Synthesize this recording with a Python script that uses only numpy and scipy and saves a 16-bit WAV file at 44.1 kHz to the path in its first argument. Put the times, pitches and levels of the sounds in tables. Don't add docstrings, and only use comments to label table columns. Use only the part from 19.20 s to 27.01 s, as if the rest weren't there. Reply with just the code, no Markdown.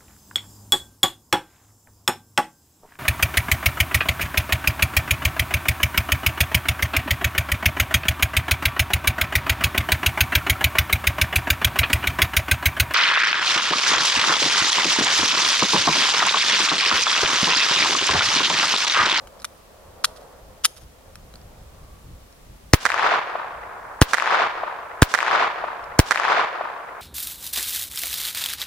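import sys
import numpy as np
from scipy import signal
from scipy.fft import rfft, irfft
from scipy.io import wavfile
from scipy.ndimage import uniform_filter1d

SR = 44100
rng = np.random.default_rng(int(sys.argv[2]) if len(sys.argv) > 2 else 0)


def level_to_linear(level):
    exponent = np.asarray(level, float) / 20
    return 10 ** exponent


def inscribe(sig):
    pcm = np.round(np.clip(np.atleast_2d(sig).T, -1, 1) * 32767)
    wavfile.write(sys.argv[1], SR, pcm.astype(np.int16))


N = 344421

# t/s, level/dB
BREEZE = [(0.0, -56), (0.3, -55.5), (1.7, -54), (2.2, -46), (2.55, -41), (2.7, -49), (3.45, -54),
          (3.9, -53), (4.13, -60), (4.3, -54), (4.75, -53), (5.0, -65), (5.2, -56), (5.75, -58), (6.0, -63),
          (6.2, -59), (6.7, -49), (7.0, -60)]
# t/s, level/dB, half width/s
GUSTS = [
    (1.302, -47, .04),
    (1.65, -49, 0.035),
    (2.0, -49, 0.054),
    (2.89, -40, .04),
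    (3.32, -47, 0.059),
]
# f/Hz, level/dB
WIND_COLOUR = [(8.8, -40), (15, -2), (38, 1.5), (66, 2), (178, -10.5), (247, -17.5), (400, -25), (520, -59),
               (880, -120)]
# t/s when nearest, rumble level/dB, tyre level/dB, half width/s
TRAFFIC = [
    (0.0, -49, -60, 0.28),
    (0.4, -66, -61, .1),
    (1.0, -47, -63, 0.37),
    (2.15, -54, -72, 0.45),
    (2.67, -58.5, -60.5, 0.14),
    (3.1, -59.5, -68, 0.44),
]
# f/Hz, level/dB
VALLEY_COLOUR = [(88, -47), (150, -8), (311, -15), (398, -6.5), (529, 0.5), (1360, -13.5), (1930, -21),
                 (2500, -39), (3250, -63), (5500, -120)]
# f/Hz, level/dB
HISS_COLOUR = [(120, -26), (200, -4.5), (432, -7.5), (519, -7), (837, -11), (1080, -13.5), (1950, -15),
               (14900, -23), (16000, -25)]
# t/s, peak level/dB, grip knock level/dB, strongest ring f/Hz
CLICKS = [(0.0728, -35, -4, 3020), (0.0767, -39, -8, 3080), (0.1939, -39, -9, 3420), (0.2, -34, -14, 5200),
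          (0.2055, -39, -14, 5200), (0.2264, -34, -14, 4000), (0.2193, -30, -12, 3910),
          (0.2452, -14, -4.5, 2420), (0.2502, -18, -15, 3600), (0.8402, -14, -17, 6100),
          (0.844, -4, -3.5, 4600), (0.8467, -2.5, -17, 6240), (0.8521, -8.5, -15, 4330),
          (1.4378, -27, -14, 5000), (1.4408, -19, -20, 3020), (1.4436, -12, -15, 4600),
          (1.4471, -2.5, -20, 3410), (1.4486, -2, -13.5, 5500), (1.4532, 4, -18.5, 3095),
          (1.4588, -4.5, -21.5, 3780), (1.464, -24, -25, 4560), (1.956, -26, -12, 2540),
          (2.1395, -35.5, -7, 3970), (2.1564, -31.5, -15, 4400), (2.215, -43, -9, 5060),
          (3.1262, -44, -12, 5190), (6.641, -37, -5, 5300)]
# f/Hz, level/dB
STEEL_COLOUR = [(1060, -52), (1800, -0.5), (2120, -5.5), (3290, 0.5), (4060, 0.5), (5910, 3.5),
                (8750, -5.5), (9680, 5), (11100, 1), (14500, -13), (16000, -24)]
# t/s, f/Hz, level/dB, six times its life/s
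SPRING = (1.4535, 6450, -58, .9)
# t/s, peak level/dB, ring f/Hz, left minus right level/dB
WALLS = [(3.6542, 1.5, 1430, -6), (3.658, -11, 1290, -14), (3.663, -3, 1560, -15.5), (3.667, -8, 1540, -1),
         (3.6686, -8.5, 1500, 0), (3.691, -15, 1700, -12), (3.6975, -17, 1700, -10),
         (3.7029, -5.5, 1450, 8), (3.719, -7.5, 2100, 8), (3.7257, -12, 1510, -8), (3.7429, -10, 1210, 18),
         (3.7643, -12, 1160, 2), (3.7789, -8, 1760, 3), (3.786, -16, 1580, 1), (3.7953, -4.5, 1290, 3),
         (3.8263, -10.5, 1360, 12), (3.8316, -10, 1250, 9), (3.8652, -4, 1320, 8.5),
         (3.8674, -11.5, 1430, -15), (3.8726, -12, 1250, 12.5), (3.8774, -25, 1260, 8), (3.92, -9, 810, 2),
         (3.9398, -5.5, 1000, 0), (3.948, -35, 1040, 3), (3.9673, -13.5, 1020, 2), (4.1325, -31, 1010, 17),
         (4.1549, -13.5, 680, 5), (4.1577, -15, 1180, 4), (4.1984, -17, 1080, 2), (4.2015, -24.5, 880, 17)]
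# f/Hz, level/dB
SMEAR_COLOUR = [(500, -18), (1000, -2), (1600, 0), (2600, -9), (4500, -30)]
# t/s after the blast, level/dB at 1 kHz
WOODS = [
    (0.03, -41.5),
    (0.1, -46),
    (0.18, -34),
    (0.298, -21.5),
    (0.429, -21),
    (0.49, -30),
    (0.72, -33.5),
    (0.9, -38.5),
    (1.15, -37.5),
]
# f/Hz, level/dB
WOODS_COLOUR = [(120, -33.5), (260, -32), (400, -15), (700, -5.5), (1100, 0), (1700, -2), (3500, -3.5),
                (7000, -16.5)]
# f/Hz, likeness 0-1
WOODS_LIKENESS = [(100, 1), (300, 0.84), (1000, 0.49), (3000, 0.32), (8000, 0)]
# f/Hz, loss/dB per s of travel
AIR_LOSS = [(1100, -0.67), (1700, 3.5), (2800, 18), (7000, 31)]
# arrival t/s, rise/s, hold/s, fall/dB per s, level/dB
YARD = (0.045, 0.035, 0.08, 150, -41)
# f/Hz, level/dB
YARD_COLOUR = [(120, -28), (350, -12), (1100, -3), (2800, -3), (4500, -1), (7000, -2), (11500, -16)]
# t/s of the blast front, gas hiss lead/ms, hiss level/dB, echo level/dB
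SHOTS = [
    (3.5362, 1.9, -2, 0),
    (4.8167, 1.1, -2, 0),
    (5.8223, 1.25, -3, 0),
    (6.7922, 1.2, -2, 0),
]

FIRST_SHOT_S = SHOTS[0][0]
PORT_LAG = 2


def shaped(x, points):
    hz, db = np.transpose(points)
    f = np.fft.rfftfreq(x.shape[-1], 1 / SR) + 1
    gain = level_to_linear(np.interp(np.log(f), np.log(hz), db, left=-90, right=-90))
    y = irfft(rfft(x) * gain, x.shape[-1])
    return y / np.sqrt(np.mean(y ** 2))


def tone(points, hz):
    f, value = np.transpose(points)
    return np.interp(np.log(hz), np.log(f), value)


def walk(rate):
    k = int(SR / rate)
    steps = np.repeat(rng.standard_normal(N // k + 1), k)
    return 1.3 * uniform_filter1d(uniform_filter1d(steps, k), k)[:N]


def swells(s, db, half_s, floor):
    t = np.arange(N)[:, None] / SR
    bells = np.exp(-((t - s) / half_s) ** 2)
    return np.sqrt(floor ** 2 + np.sum(level_to_linear(db) ** 2 * bells, axis=1))


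def sides(pan_db):
    return level_to_linear(np.array([pan_db, -pan_db]) / 2).reshape(2, -1)


def ports(x, pan_db, lag):
    return sides(pan_db) * np.array([x, np.roll(x, lag)])


def pair(mid, side, like):
    like = np.clip(like, 0, 1)
    apart = np.sqrt(1 - like) * side * np.array([[1], [-1]])
    return (np.sqrt(1 + like) * mid + apart) / np.sqrt(2)


def add(out, x, s):
    i = int(round(s * SR))
    n = max(min(x.shape[-1], out.shape[-1] - i), 0)
    out[..., i:i + n] += x[..., :n]


def noise():
    return rng.standard_normal((2, N))


def hiss():
    return shaped(noise(), HISS_COLOUR) * level_to_linear(-53.5)


def valley():
    s, rumble_db, tyre_db, half_s = np.transpose(TRAFFIC)
    rumble = pair(*shaped(noise(), VALLEY_COLOUR), 0.58)
    rumble = rumble * swells(s, rumble_db, half_s, level_to_linear(-67)) * level_to_linear(1.4 * walk(22.68))
    tyres = shaped(noise(), [(850, -23), (1040, -5), (1140, 4), (1400, -19)])
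    return rumble + tyres * swells(s, tyre_db, half_s, level_to_linear(-69.5))


def wind():
    breeze = level_to_linear(np.interp(np.arange(N) / SR, *np.transpose(BREEZE)))
    gusts = swells(*np.transpose(GUSTS), breeze)
    buffets = pair(*shaped(noise(), WIND_COLOUR), 0.97)
    return buffets * gusts * level_to_linear(2.1 * walk(25) + 1.4 * walk(9))


def spring():
    t = np.arange(SR // 2) / SR
    _, hz, db, six_lives = SPRING
    wobble = level_to_linear(db + 5 * walk(60)[:len(t)]) * walk(700)[:len(t)]
    return wobble * np.sin(2 * np.pi * hz * t) * np.exp(-(t / six_lives * 6) ** 4)


def near_space():
    t = np.arange(SR // 2) / SR
    fade = level_to_linear(-27.5) * np.exp(-t / 0.0025) + level_to_linear(-58) * np.exp(-t / 0.055)
    space = rng.standard_normal((2, len(t))) * fade
    add(space, np.ones((2, 1)), 0)
    for s, db, _, pan_db in WALLS[:10]:
        add(space, level_to_linear(db - 37.5) * sides(pan_db), s - FIRST_SHOT_S)
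    return space


def action():
    out = np.zeros((2, N))
    t = np.arange(-200, 1800) / SR
    t60_s = 0.013
    steel = shaped(rng.standard_normal((len(CLICKS), len(t))), STEEL_COLOUR)
    fall = np.where(t < 0, np.exp(t / 0.00042), np.exp(-np.log(1000) * t / t60_s))
    knock_shape = np.where(t < 0, np.exp(-(t / 0.0004) ** 2), 1 / np.cosh(t / 0.001))
    knock = np.cos(2 * np.pi * 1330 * t) * knock_shape
    for (s, peak_db, knock_db, hz), rattle in zip(CLICKS, steel):
        ring_db = -7 + 0.45 * max(-22 - peak_db, 0)
        parts = (rattle + level_to_linear(ring_db) * np.sin(2 * np.pi * hz * t)) * fall
        click = parts / abs(parts).max() + level_to_linear(knock_db) * knock
        add(out, level_to_linear(peak_db) * ports(click, 0.5, PORT_LAG), s + t[0])
    add(out, spring(), SPRING[0])
    small = signal.butter(N=2, Wn=800, btype="high", fs=SR, output="sos")
    return signal.sosfilt(small, signal.fftconvolve(out, near_space(), axes=1)[:, :N])


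def scatter():
    clusters = uniform_filter1d(np.repeat(rng.standard_normal(SR // 20), 40), size=40)
    slopes = uniform_filter1d(np.repeat(rng.standard_normal(SR // 210), 420), size=420)
    return rng.standard_normal((2, 2 * SR)) * level_to_linear(2.3 * clusters + 1.5 * slopes)


def woods(grains):
    s, db = np.transpose(WOODS)
    t = np.arange(grains.shape[-1]) / SR
    far_db = np.interp(t, s, db) - 18.5 * np.maximum(t - s[-1], 0)
    start, rise, hold, fall_db, yard_db = YARD
    yard_fall = fall_db * np.maximum(t - start - rise - hold, 0)
    yard = np.clip((t - start) / rise, 0, 1) * level_to_linear(yard_db - yard_fall)
    spectrum = rfft(grains)
    octave = np.log2(np.fft.rfftfreq(len(t), 1 / SR) + 1)
    out = 0
    for hz in 125 * 2 ** np.arange(0, 7.1, .5):
        band = np.clip(1 - abs(octave - np.log2(hz)) * 2, 0, 1)
        mid, side = irfft(spectrum * band, len(t))
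        colour_db = tone(WOODS_COLOUR + [(11500, -40)], hz)
        far = level_to_linear(far_db + colour_db - tone(AIR_LOSS, hz) * t)
        gain = np.hypot(far, yard * level_to_linear(tone(YARD_COLOUR, hz)))
        out = out + pair(mid, side, tone(WOODS_LIKENESS, hz)) / mid.std() * gain / np.sqrt(2)
    return out * (t > .02)


def walls():
    out = np.zeros((2, 2 * SR))
    t = np.arange(-200, 1000) / SR
    edge_colour = [(1800, -12), (3200, 3.5), (5500, 4), (9000, -6), (16000, -24)]
    edges = shaped(rng.standard_normal((len(WALLS), len(t))), edge_colour)
    tails = shaped(rng.standard_normal((len(WALLS), len(t))), SMEAR_COLOUR)
    tails = tails * level_to_linear(-18) * np.clip(t / 0.00086, 0, 1) * np.exp(-t / .005)
    for (s, db, hz, pan_db), grit, tail in zip(WALLS, edges, tails):
        late = s - FIRST_SHOT_S
        u = t * hz / (1.02 + 2.1 * late)
        edge_db = -13.5 - 55 * late
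        swell = np.where(t < 0, np.exp(-(u / 0.42) ** 2), np.exp(-u / .5))
        ring = swell * np.cos(2 * np.pi * hz * t)
        slap = tail - ring + level_to_linear(edge_db) * grit * np.exp(-abs(t) / 0.0014)
        lag = int(round(1 + pan_db / 4))
        add(out, level_to_linear(db) * ports(slap, pan_db, lag), s + t[0] - FIRST_SHOT_S)
    small = signal.butter(N=2, Wn=450, btype="high", fs=SR, output="sos")
    return signal.sosfilt(small, out)


def blast(lead_ms, hiss_db):
    t = np.arange(-.006 * SR, .06 * SR) / SR
    after = np.maximum(t, 0)
    g = np.maximum(t - .0057, 0)
    gas_colour = [(1500, 3.5), (3500, -8), (5500, -1.5), (9000, -3.5), (16000, -21)]
    gas = shaped(rng.standard_normal(len(t)), gas_colour)
    tick = level_to_linear(-18.5) * (t > -.0042)
    lead = (t < 0) * (level_to_linear(hiss_db) * (t > -lead_ms / 1000) + tick)
    front = 3 * (t > -.00005) * (t < .0003)
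    swing = (t > .0003) * (.58 - 2.45 * np.exp(-(after / .00192) ** 2))
    held = np.exp(-(g / .002) ** 2)
    creep = np.exp(-(g / .0075) ** 2) - .08 * np.exp(-g / .02)
    swing = swing * held - .38 * (1 - held) * creep
    push = .8 * np.exp(-(g / .0012) ** 4) - 1.6 * np.exp(-((g - .0007) / .00006) ** 2)
    ring = .31 * (g > .0012) * np.exp(-g / .003) * np.cos(2 * np.pi * 1650 * (g - .0018))
    direct = gas * lead + front + swing + (g > 0) * push + ring
    rustle_colour = [(300, -6), (1200, -6.5), (4000, -12.5), (8000, -20), (16000, -18)]
    rustle = shaped(rng.standard_normal((2, len(t))), rustle_colour)
    before_bounce = (t > 0) * level_to_linear(-23) * (g == 0)
    after_bounce = (g > 0) * (level_to_linear(-11) * np.exp(-g / .0025) + level_to_linear(-20) * np.exp(-g / 0.012))
    return ports(direct, 0, PORT_LAG) + rustle * (before_bounce + after_bounce)


def shots():
    out = np.zeros((2, N))
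    slaps, trees = walls(), scatter()
    moved = .08
    for s, lead_ms, hiss_db, echo_db in SHOTS:
        add(out, blast(lead_ms, hiss_db), s - .006)
        grains = np.sqrt(1 - moved) * trees + np.sqrt(moved) * scatter()
        add(out, level_to_linear(echo_db) * (slaps + woods(grains)), s)
    return out


def scene():
    loud = shots() + action()
    background = wind() + valley() + hiss()
    keep = np.exp(-1 / (.6 * SR))
    power = np.minimum(np.mean(loud ** 2, axis=0), 1)
    push = signal.lfilter([1 - keep], [1, -keep], power)
    return loud + background / (1 + push / level_to_linear(-42)) ** 0.45


def band_limit(x):
    return signal.sosfilt(signal.butter(12, 16190, fs=SR, output="sos"), x)


def record(dry):
    mix = np.clip(dry, -.99, .99)
    return band_limit(mix)


dry = scene()
out = record(dry)
inscribe(out)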